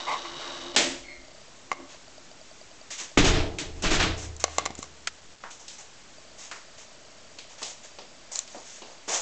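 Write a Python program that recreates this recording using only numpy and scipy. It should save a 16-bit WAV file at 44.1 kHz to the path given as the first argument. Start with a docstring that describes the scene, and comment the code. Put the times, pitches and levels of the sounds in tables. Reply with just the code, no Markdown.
"""Someone carries a small camera through a bare old house. At first fingers rub its plastic case and a door
hums low; a far door bangs, the case squeaks, and the iris drive starts to tick in step with the frames.
Past three seconds a wooden door slams, booms, shudders and is dragged shut, and fingers click on the case.
Shoes knock and scuff on a hard floor to the end. Rough contacts are shaped noise, clicks and slams ring as
sines, knocks are bursts of fading noise; a coarse 8-bit converter turns the quiet into a two-level hiss."""
import sys
import numpy as np
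from scipy import signal
from scipy.fft import rfft, irfft
from scipy.io import wavfile

SR = 44100
rng = np.random.default_rng(int(sys.argv[2]) if len(sys.argv) > 2 else 0)


def output_pcm(signal):
    """Save a mono or channel-first signal as 16-bit PCM at the path in sys.argv[1].

    Samples are clipped to [-1, 1] before scaling.
    """
    pcm = np.clip(np.atleast_2d(signal).T, -1, 1) * 32767
    wavfile.write(sys.argv[1], SR, np.round(pcm).astype(np.int16))


def gain_from_db(level_db):
    """Convert decibel levels to linear amplitude factors (20 dB per decade)."""
    decades = np.asarray(level_db, float) / 20
    return 10 ** decades


N = 406161
RATE = 16000   # samples per second of the converter

# Resonances of the door panel. Each row: pitch in Hz, width in Hz, level in dB.
PANEL = [(138, 16, -2), (185.8, 11, -0.5), (228, 57, -11), (294, 31, -1), (323, 12, 1), (362, 19, -1.5),
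         (441.5, 20, -2.5), (513, 13, -7), (582, 27, -9), (637.5, 67, -6), (782, 270, -13)]


def rms_one(x):
    """Scales a sound to an rms level of 1."""
    return x / np.sqrt(np.mean(x ** 2) + 1e-20)


def gain_curve(rows):
    """Turns rows of seconds and dB into a smooth gain, all but silent outside them."""
    s, db = np.transpose(rows)
    return gain_from_db(np.interp(np.arange(N) / SR, s, db, -110, -110))


def strokes(rows, t60s):
    """One gain per level column: every row swells, holds and dies away (60 dB in t60 s); powers add."""
    rise_share = 0.3   # a stroke swells over this share of its length
    t, power = np.arange(N) / SR, 1e-14
    for s, length, *levels_db in rows:
        rise = np.sin(np.pi / 2 * np.clip((t - s) / (rise_share * length), 0, 1)) ** 2
        fall_db = -60 * np.clip(t - s - length, 0, 3) / np.reshape(t60s, (-1, 1))
        power = power + (rise * gain_from_db(np.reshape(levels_db, (-1, 1)) + fall_db)) ** 2
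    return np.sqrt(power)


def band(x, low_hz, high_hz):
    """Lets through only the sound between two pitches."""
    return signal.sosfilt(signal.butter(2, [low_hz, high_hz], "band", fs=SR, output="sos"), x)


def waver(low_hz, high_hz, depth_db):
    """A gain that wanders at random, at speeds between two rates."""
    return gain_from_db(depth_db * rms_one(band(rng.standard_normal(N), low_hz, high_hz)))


def grit(spread_db):
    """Dense contacts of uneven size: noise whose samples differ more in level as the spread grows."""
    return rng.standard_normal(N) * gain_from_db(spread_db * np.minimum(rng.exponential(1, N), 5))


def scratch(low_hz, high_hz, spread_db):
    """Grit held to one band; rms 1."""
    return rms_one(band(grit(spread_db), low_hz, high_hz))


def resonate(x, peaks):
    """Sends a sound through parallel resonances with alternating sign; rms 1."""
    out = 0
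    for k, (hz, width, db) in enumerate(peaks):
        r = np.exp(-np.pi * width / SR)
        b = (1 - r * r) / 2 * np.array([1, 0, -1])
        a = [1, -2 * r * np.cos(2 * np.pi * hz / SR), r * r]
        out = out + (-1) ** k * gain_from_db(db) * signal.lfilter(b, a, x)
    return rms_one(out)


def ring(clicks, hz, t60):
    """A unit click sets a sine of about height 1 ringing; it falls by 60 dB in t60 seconds."""
    r, w = gain_from_db(-60 / (t60 * SR)), 2 * np.pi * hz / SR
    return signal.lfilter([0, np.sin(w)], [1, -2 * r * np.cos(w), r * r], clicks + 1e-18)


def sine(hz, db):
    """A tone of given rms level along a pitch track."""
    return np.sqrt(2) * gain_from_db(db) * np.sin(2 * np.pi * np.cumsum(hz * np.ones(N)) / SR)


def drag(gains, low, middle_hz, spread_db):
    """Rough sliding contact: high hiss, middle scratch and a low body, each with its own gain."""
    hiss = resonate(grit(spread_db), [(5426, 1800, -3), (6870, 1900, 0.5)])
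    return gains[0] * hiss + gains[1] * scratch(*middle_hz, spread_db) + gains[2] * low


def air():
    """Steady air and microphone noise: white noise coloured by a curve and cut at half the converter rate."""
    # Colour of the noise. Each row: pitch in Hz, relative level in dB per Hz.
    colour = [(10, 9.5), (60, 5.5), (250, 6.5), (600, 5), (1500, 1.5), (4000, -1.5), (8000, 0)]
    level_db = -56
    hz, db = np.transpose(colour)
    pitches = np.fft.rfftfreq(N, 1 / SR) + 1
    shape = gain_from_db(np.interp(np.log(pitches), np.log(hz), db)) * (pitches < RATE / 2)
    return gain_from_db(level_db) * rms_one(irfft(rfft(rng.standard_normal(N)) * shape, N))


def iris():
    """Soft steps of the iris drive, a few milliseconds long, ring its modes while the gears chatter."""
    # Bursts of steps. Each row: first step in seconds, number of steps, frames apart, level in dB.
    bursts = [(1.216, 7, 1, -35), (1.482, 2, 3, -38.5), (1.947, 2, 4, -33), (2.181, 2, 4, -32.5),
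              (2.414, 6, 3, -34.5), (3.116, 1, 1, -35.5), (5.185, 1, 1, -40), (6.183, 1, 1, -34.5),
              (6.2165, 43, 2, -41), (6.25, 42, 2, -38)]
    # Modes of the drive. Each row: pitch in Hz, level in dB, seconds to fall by 60 dB.
    modes = [(627.7, -5, .025), (4690, -5, .012), (3000, -12.5, 0.007), (6820, -6, 0.0027)]
    frame_hz, spread_db, step_s = 30, 1.4, 0.0054
    chatter_hz = 2500   # above this the gear noise outweighs the step
    times, levels_db = [], []
    for first_s, count, apart, db in bursts:
        for k in range(round(count)):
            times.append(first_s + k * apart / frame_hz)
            levels_db.append(db)
    steps = np.zeros(N)
    at = (np.array(times) * SR).astype(int)
    steps[at] = gain_from_db(np.array(levels_db) + rng.normal(0, spread_db, len(at)))
    swell = signal.windows.hann(int(step_s * SR))
    t = np.arange(len(swell)) / SR
    out = 0
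    for hz, mode_db, t60 in modes:
        push = swell * np.sin(2 * np.pi * hz * t)
        drive = np.convolve(steps, push, "same") * 4 / len(swell)
        chatter = 1 + hz / chatter_hz * rng.standard_normal(N)
        out = out + gain_from_db(mode_db) * ring(drive * chatter, hz, t60)
    return out


def shoes():
    """Shoes dragged over grit: noisy strokes of hiss, middle scratch and low scrape."""
    # Each row: start in seconds, length in seconds, hiss in dB, middle in dB, low in dB.
    scuffs = [(1.88, 0.051, -52.5, -52, -57.5), (2.905, 0.025, -37.5, -40.5, -61),
              (2.975, 0.042, -36.5, -40.5, -54.5), (5.5, 0.029, -46, -61, -61.5),
              (5.59, 0.03, -51, -58, -56), (5.69, .05, -48.5, -52.5, -63),
              (5.78, 0.021, -45.5, -52.5, -52.5), (6.37, 0.093, -45, -50.5, -55.5),
              (6.55, 0.025, -53, -56.5, -56), (6.77, 0.049, -49.5, -52.5, -57.5),
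              (7.49, 0.037, -52.5, -56, -57.5), (7.57, 0.068, -50, -50, -57.5),
              (7.64, 0.066, -43, -50.5, -55), (7.83, 0.025, -48.5, -51.5, -57.5),
              (8.313, 0.024, -37, -48.5, -50.5), (8.35, 0.018, -37, -45, -53),
              (8.48, 0.15, -52, -56, -58.5), (8.63, .15, -47, -52, -68.5), (8.84, 0.094, -56, -56.5, -54.5),
              (9.072, 0.069, -31.5, -36.5, -36), (9.125, 0.037, -28, -35.5, -36.5)]
    gains = strokes(scuffs, (0.3, 0.37, 0.3))   # seconds to fall by 60 dB: hiss, middle, low
    return drag(gains, scratch(450, 1100, spread_db=-1.5), (1500, 4500), spread_db=3.0)


def knocks(rows, t60, front_db):
    """A sharp front of direct sound, then dense reflections that die away: bass, body and treble."""
    rise_s, front_t60_s = 0.0008, 0.022
    body_span = 1.55   # the body reaches this factor below and above its pitch
    out, echoes = np.zeros(N), grit(2.5)
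    low, high = scratch(220, 900, spread_db=0.5), scratch(3200, 10000, spread_db=0.0)
    for s, db, bass_db, treble_db, body_hz in rows:
        part = slice(int(s * SR), int(s * SR) + SR // 2)
        t = np.arange(len(out[part])) / SR
        front = gain_from_db(front_db - 60 * t / front_t60_s)
        fade = (1 - np.exp(-t / rise_s)) * (gain_from_db(-60 * t / t60) + front)
        body = rms_one(band(echoes[part], body_hz / body_span, body_hz * body_span))
        out[part] += fade * (gain_from_db(bass_db) * low[part] + gain_from_db(db) * body + gain_from_db(treble_db) * high[part])
    return band(out, 170, 12000)


def hits():
    """Noise bursts for hard blows: a longer fade for a far bang and room knocks, a short one for dry hits."""
    # Each row of these three: start in seconds, body in dB, bass in dB, treble in dB, body pitch in Hz.
    far_bang = [(0.762, -21, -25.5, -18.5, 2380)]      # a far door bangs
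    door_heels = [(1.798, -55.5, -54, -60, 1030), (2.904, -46.5, -53, -43.5, 2500),
                  (3.001, -50.5, -48.5, -43.5, 1380), (3.585, -34, -54, -36.5, 2710),
                  (5.437, -40, -49.5, -54.5, 1150), (5.509, -51, -73, -51, 2430),
                  (5.68, -52, -62, -40.5, 3000), (6.513, -38.5, -51.5, -41.5, 1450),
                  (7.386, -44.5, -52.5, -45, 3000), (7.618, -42, -47.5, -42.5, 990),
                  (7.628, -40.5, -54.5, -35.5, 2480), (7.986, -45, -44.5, -59, 3600),
                  (8.475, -54, -61, -47.5, 3000), (8.546, -49, -42, -53, 660),
                  (8.819, -48, -45.5, -64, 3390), (9.078, -43, -48, -57, 300)]  # door and heels, heard through the room
    dry_hits = [(3.173, -18, -27, -34, 1500), (5.0716, -26, -41.5, -26, 1900)]      # short dry raps close by: the latch as the door slams, and a handle
    return (knocks(far_bang, t60=0.49, front_db=-3) + knocks(door_heels, t60=0.36, front_db=4.5)
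            + knocks(dry_hits, t60=0.05, front_db=0.5))


def room(x):
    """Bare walls: reflections as noise that dies away."""
    t60_s, level_db = 0.47, -13.5
    t = np.arange(SR // 2) / SR
    tail = rng.standard_normal(len(t)) * gain_from_db(-60 * t / t60_s) * (t > 0.004)
    tail = tail / np.sqrt(np.sum(tail ** 2))
    return gain_from_db(level_db) * signal.fftconvolve(band(x, 300, 4000), tail)[:N]


def thumps():
    """A finger pad lands dully on the case: a short low ring with no crack."""
    # Each row: start in seconds, level in dB.
    landings = [(4.704, -25.5), (4.79, -24.5)]
    s, db = np.transpose(landings)
    blows = np.zeros(N)
    blows[(s * SR).astype(int)] = gain_from_db(db)
    return ring(blows, hz=267, t60=0.015)


def case():
    """Each click strikes all modes of the case, tilted by where the finger lands, with a brief dry crack."""
    # Each row: start in seconds, level in dB, bass tilt in dB, treble tilt in dB, crack in dB.
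    click_rows = [(1.716, -15.5, -4, -29, -26), (1.728, -28.5, 5, -15, -35), (4.365, -58, 10, 21, -70),
                  (4.403, -55, 9, 22.5, -59), (4.44, -16.5, 7.5, 1.5, -14.5), (4.48, -32.5, 2, -12, -49),
                  (4.583, -18, 7, 1.5, -17), (4.594, -24.5, -7, -10, -37), (4.655, -30.5, 0, 2.5, -29),
                  (4.66, -19.5, 1.5, -6.5, -20), (4.673, -32.5, 5, -21, -44),
                  (4.705, -43.5, 17.5, -11, -35), (4.752, -53, -2, 18, -37), (4.789, -51.5, 21, 14, -53),
                  (4.828, -32, -18, 1, -43.5), (4.841, -41.5, 5, -3, -47), (8.357, -44.5, -2, 23.5, -49),
                  (8.366, -56, -20, 16, -68), (8.39, -41.5, -27, 23.5, -29)]
    # Modes of the case. Each row: pitch in Hz, level in dB, seconds to fall by 60 dB.
    modes = [(300, -17.5, 0.012), (538, -3.5, 0.012), (743, -3, 0.018), (1121, -0.5, 0.031),
             (1450, -11.5, 0.017), (2100, -3.5, 0.021), (3020, -11, 0.013), (3600, -10.5, 0.0097),
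             (4140, -2.5, 0.012), (5080, -4, 0.0049), (6100, -3, 0.02), (6440, -8, 0.014),
             (7000, 6.5, 0.011), (7400, 3, 0.01)]
    luck_db, crack_t60_s = 2.1, 0.033
    s, db, bass_db, treble_db, crack_db = np.transpose(click_rows)
    at, out = (s * SR).astype(int), np.zeros(N)
    luck = rng.normal(0, luck_db, (len(s), len(modes)))
    for k, (hz, mode_db, t60) in enumerate(modes):
        clicks = np.zeros(N)
        tilt_db = bass_db * (hz < 850) + treble_db * np.clip(np.log2(hz / 2200), 0, 1)
        clicks[at] = (-1) ** (k + 1) * gain_from_db(db + mode_db + tilt_db + luck[:, k])
        out += ring(clicks, hz, t60)
    crack = np.zeros(N)
    crack[at] = gain_from_db(crack_db)
    crack_fade = signal.lfilter([1], [1, -gain_from_db(-60 / (crack_t60_s * SR))], crack)
    return band(out, 100, 8400) + band(crack_fade * rng.standard_normal(N), 1100, 8200)


def squeak():
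    """A slip locks into a short tone with its octave; its pitch sags and both pitch and grip are unsteady."""
    # Each row: start in seconds, length in seconds, level in dB.
    slips = [(1.03, .06, -53.5), (1.075, .05, -47.5)]
    start_hz, sag_hz_per_s, waver_hz = 2190, 470, 30
    t = np.arange(N) / SR
    wander = waver_hz * rms_one(band(rng.standard_normal(N), 30, 370))
    hz = start_hz - sag_hz_per_s * (t - slips[0][0]).clip(0, 1) + wander
    grip = 1 + 0.6 * scratch(50, 200, spread_db=3.5)
    return strokes(slips, 0.5)[0] * grip * (sine(hz, 0) + sine(2 * hz, -10))


def fingers():
    """Skin slips on plastic and excites the case: gritty noise through its resonances."""
    # Pressure of the fingers until the first knock. Each row: time in seconds, level in dB.
    press = [(0.0, -39.5), (0.052, -43), (0.126, -41), (0.34, -44.5), (0.42, -40), (0.678, -44),
             (0.736, -50), (0.755, -33)]
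    # Resonances of the rubbed case. Each row: pitch in Hz, width in Hz, level in dB.
    peaks = [(890, 390, -7.5), (1137, 62, 2), (2060, 150, -12), (2930, 130, -3), (3790, 200, -1),
             (4510, 340, -8.5), (5660, 1000, -12.5)]
    # The grip tightens. Each row: start in seconds, length in seconds, level in dB.
    squeezes = [(.06, 0.083, -27.5), (.245, 0.019, -40)]
    body_db, low_db, hiss_db = -7, -2, -12.5   # against the pressure
    pressure = gain_curve(press)
    body = gain_from_db(body_db) * pressure + strokes(squeezes, 0.13)[0]
    rub = body * resonate(grit(3.0), peaks[:3]) + pressure * resonate(grit(5.9), peaks[3:])
    low_scratch = gain_from_db(low_db) * pressure * scratch(380, 1800, spread_db=3.5)
    skin_hiss = gain_from_db(hiss_db) * pressure * scratch(5000, 9000, spread_db=1.5)
    return rub + low_scratch + skin_hiss


def swing():
    """The swinging door hums low through narrow resonances, and air rumbles as the leaf sweeps round."""
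    # Loudness of the hum. Each row: time in seconds, level in dB.
    hum = [(0.0, -50), (0.09, -50), (0.73, -44.5), (0.77, -33.5), (0.91, -38.5), (1.0, -50.5),
           (1.21, -55.5), (1.46, -74), (1.66, -66.5), (1.8, -47), (1.96, -66), (2.4, -62.5)]
    # Resonances of the hum. Each row: pitch in Hz, width in Hz, level in dB.
    peaks = [(151, 13, -12.5), (267.5, 6.5, 0.5), (349, 9.8, 2), (319.6, 33, -13.5), (588.5, 41, -6)]
    # Sweeps of the leaf. Each row: start in seconds, length in seconds, level in dB.
    sweeps = [(0, 0.64, -63.5), (.6, 0.64, -58), (1.72, .25, -63.5)]
    rumble = strokes(sweeps, 0.8)[0] * scratch(20, 55, spread_db=4)
    return gain_curve(hum) * resonate(grit(2.5), peaks) + rumble


def push():
    """A slow swell of air pressure as the next door opens: a few waves too low to hear as a tone."""
    middle_s, hz, level_db = 5.385, 5, -53
    t = np.arange(N) / SR - middle_s
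    return gain_from_db(level_db) * np.cos(2 * np.pi * hz * t) * np.exp(-(t * hz) ** 2)


def booms():
    """Door shocks: a room boom sinking in pitch, a steady upper boom, and a low wobble of the leaf."""
    # Each row: start in seconds, length in seconds, boom in dB, upper boom in dB, wobble in dB.
    shocks = [(3.168, 0.052, -32, -33, -22), (3.23, 0.18, -31, -37.5, -27.5), (3.62, 0.25, -44, -57, -43.5),
              (3.84, .11, -48, -51, -26), (3.96, 0.17, -34.5, -38.5, -39.5), (4.22, 0.1, -41, -49, -49)]
    # The boom lingers. Each row: start in seconds, length in seconds, level in dB.
    lingering = [(4.35, 0.18, -48)]
    boom_hz, sag_hz_per_s, upper_hz, wobble_hz = 80.3, 2.3, 108.9, 15.8
    octave_db, rumble_db = -2.5, -14   # against the wobble
    t = np.arange(N) / SR
    boom, upper, wobble = strokes(shocks, (0.53, 0.61, 0.41))   # seconds to fall by 60 dB
    boom = np.hypot(boom, strokes(lingering, 1.9)[0])
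    sinking_hz = boom_hz - sag_hz_per_s * (t - shocks[0][0])
    out = boom * sine(sinking_hz, 0) * waver(2.5, 13, depth_db=1)
    out += upper * sine(upper_hz, 0) * waver(2.7, 12, depth_db=1)
    octave = sine(2 * wobble_hz, octave_db) * waver(3.0, 8, depth_db=3.5)
    out += wobble * (sine(wobble_hz, 0) + octave)
    # the wobbling leaf rumbles in its frame
    out += wobble * gain_from_db(rumble_db) * scratch(48, 140, spread_db=-0.5)
    return out


def rattle():
    """The door rattles and drags in its frame: rough contact that also excites the panel resonances."""
    # Each row: start in seconds, length in seconds, hiss in dB, middle in dB, panel in dB.
    jolts = [(3.173, 0.012, -27.5, -20, -21.5), (3.235, 0.052, -29.5, -24.5, -27),
             (3.33, 0.058, -61, -31, -30), (3.585, 0.025, -38.5, -41.5, -40),
             (3.74, 0.093, -58.5, -56, -51), (3.82, .015, -33.5, -36.5, -39.5),
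             (3.83, 0.046, -39.5, -28, -32.5), (3.9, 0.052, -31, -25.5, -31.5),
             (3.99, 0.043, -39, -23.5, -29.5), (4.16, 0.088, -42, -47.5, -49.5),
             (4.395, 0.018, -42, -45, -64), (4.47, 0.13, -50, -50, -54.5), (4.595, 0.01, -51, -42.5, -46),
             (4.775, 0.016, -47, -53.5, -56), (4.82, 0.0068, -45.5, -52, -54.5)]
    gains = strokes(jolts, (0.22, 0.39, 0.7))   # seconds to fall by 60 dB: hiss, middle, panel
    return drag(gains, resonate(grit(3.1), PANEL), (900, 4200), spread_db=2.5)


def slams():
    """The leaf meets the frame: each panel resonance rings, a narrow one for long, over a dull thud."""
    # Each row: start in seconds, level in dB, dull thud in dB.
    blow_rows = [(3.1745, -27, -9), (3.243, -29, -21), (3.84, -33, -22), (3.915, -32, -26)]
    s, db, thud_db = np.transpose(blow_rows)
    at, thuds = (s * SR).astype(int), np.zeros(N)
    luck = rng.normal(0, 0.67, (len(s), len(PANEL)))   # uneven blows, in dB
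    thuds[at] = gain_from_db(thud_db)
    out = ring(thuds, hz=278, t60=0.08)
    for k, (hz, width, mode_db) in enumerate(PANEL):
        blows = np.zeros(N)
        blows[at] = gain_from_db(db + mode_db + luck[:, k])
        out += ring(blows, hz, np.log(1000) / (np.pi * width))
    return band(out, 220, 1900)


def scene():
    """Adds up all the sources; only the clicks of the case are sent through the room reflections."""
    clicks = case()
    background = air() + iris() + shoes() + hits()
    hands = clicks + room(clicks) + thumps() + squeak() + fingers()
    door = swing() + push() + booms() + rattle() + slams()
    return (background + hands + door)[None]


def top_cut(x):
    """Nothing passes above the cut-off."""
    return signal.sosfilt(signal.butter(12, 9300, fs=SR, output="sos"), x)


def record(dry):
    """Sampled at a low rate, cut down to 8 bits, then brought back up by a short filter."""
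    step, offset = 2 ** -7.5, 0.00037   # converter step and zero error, as sample values
    up, down = SR // 100, RATE // 100
    guard = signal.firwin(64 * up + 1, 1.05 / up, window=("kaiser", 6))
    coarse = signal.resample_poly(dry, down, up, axis=1, window=guard)
    # rounding down makes quiet noise flip between two levels
    coarse = step * np.clip(np.floor((coarse + offset) / step), -128, 127)
    smooth = signal.firwin(32 * up + 1, 0.99 / up, window=("kaiser", 9))
    mix = signal.resample_poly(coarse, up, down, axis=1, window=smooth)[:, :N]
    return top_cut(mix)


dry = scene()
out = record(dry)
output_pcm(out)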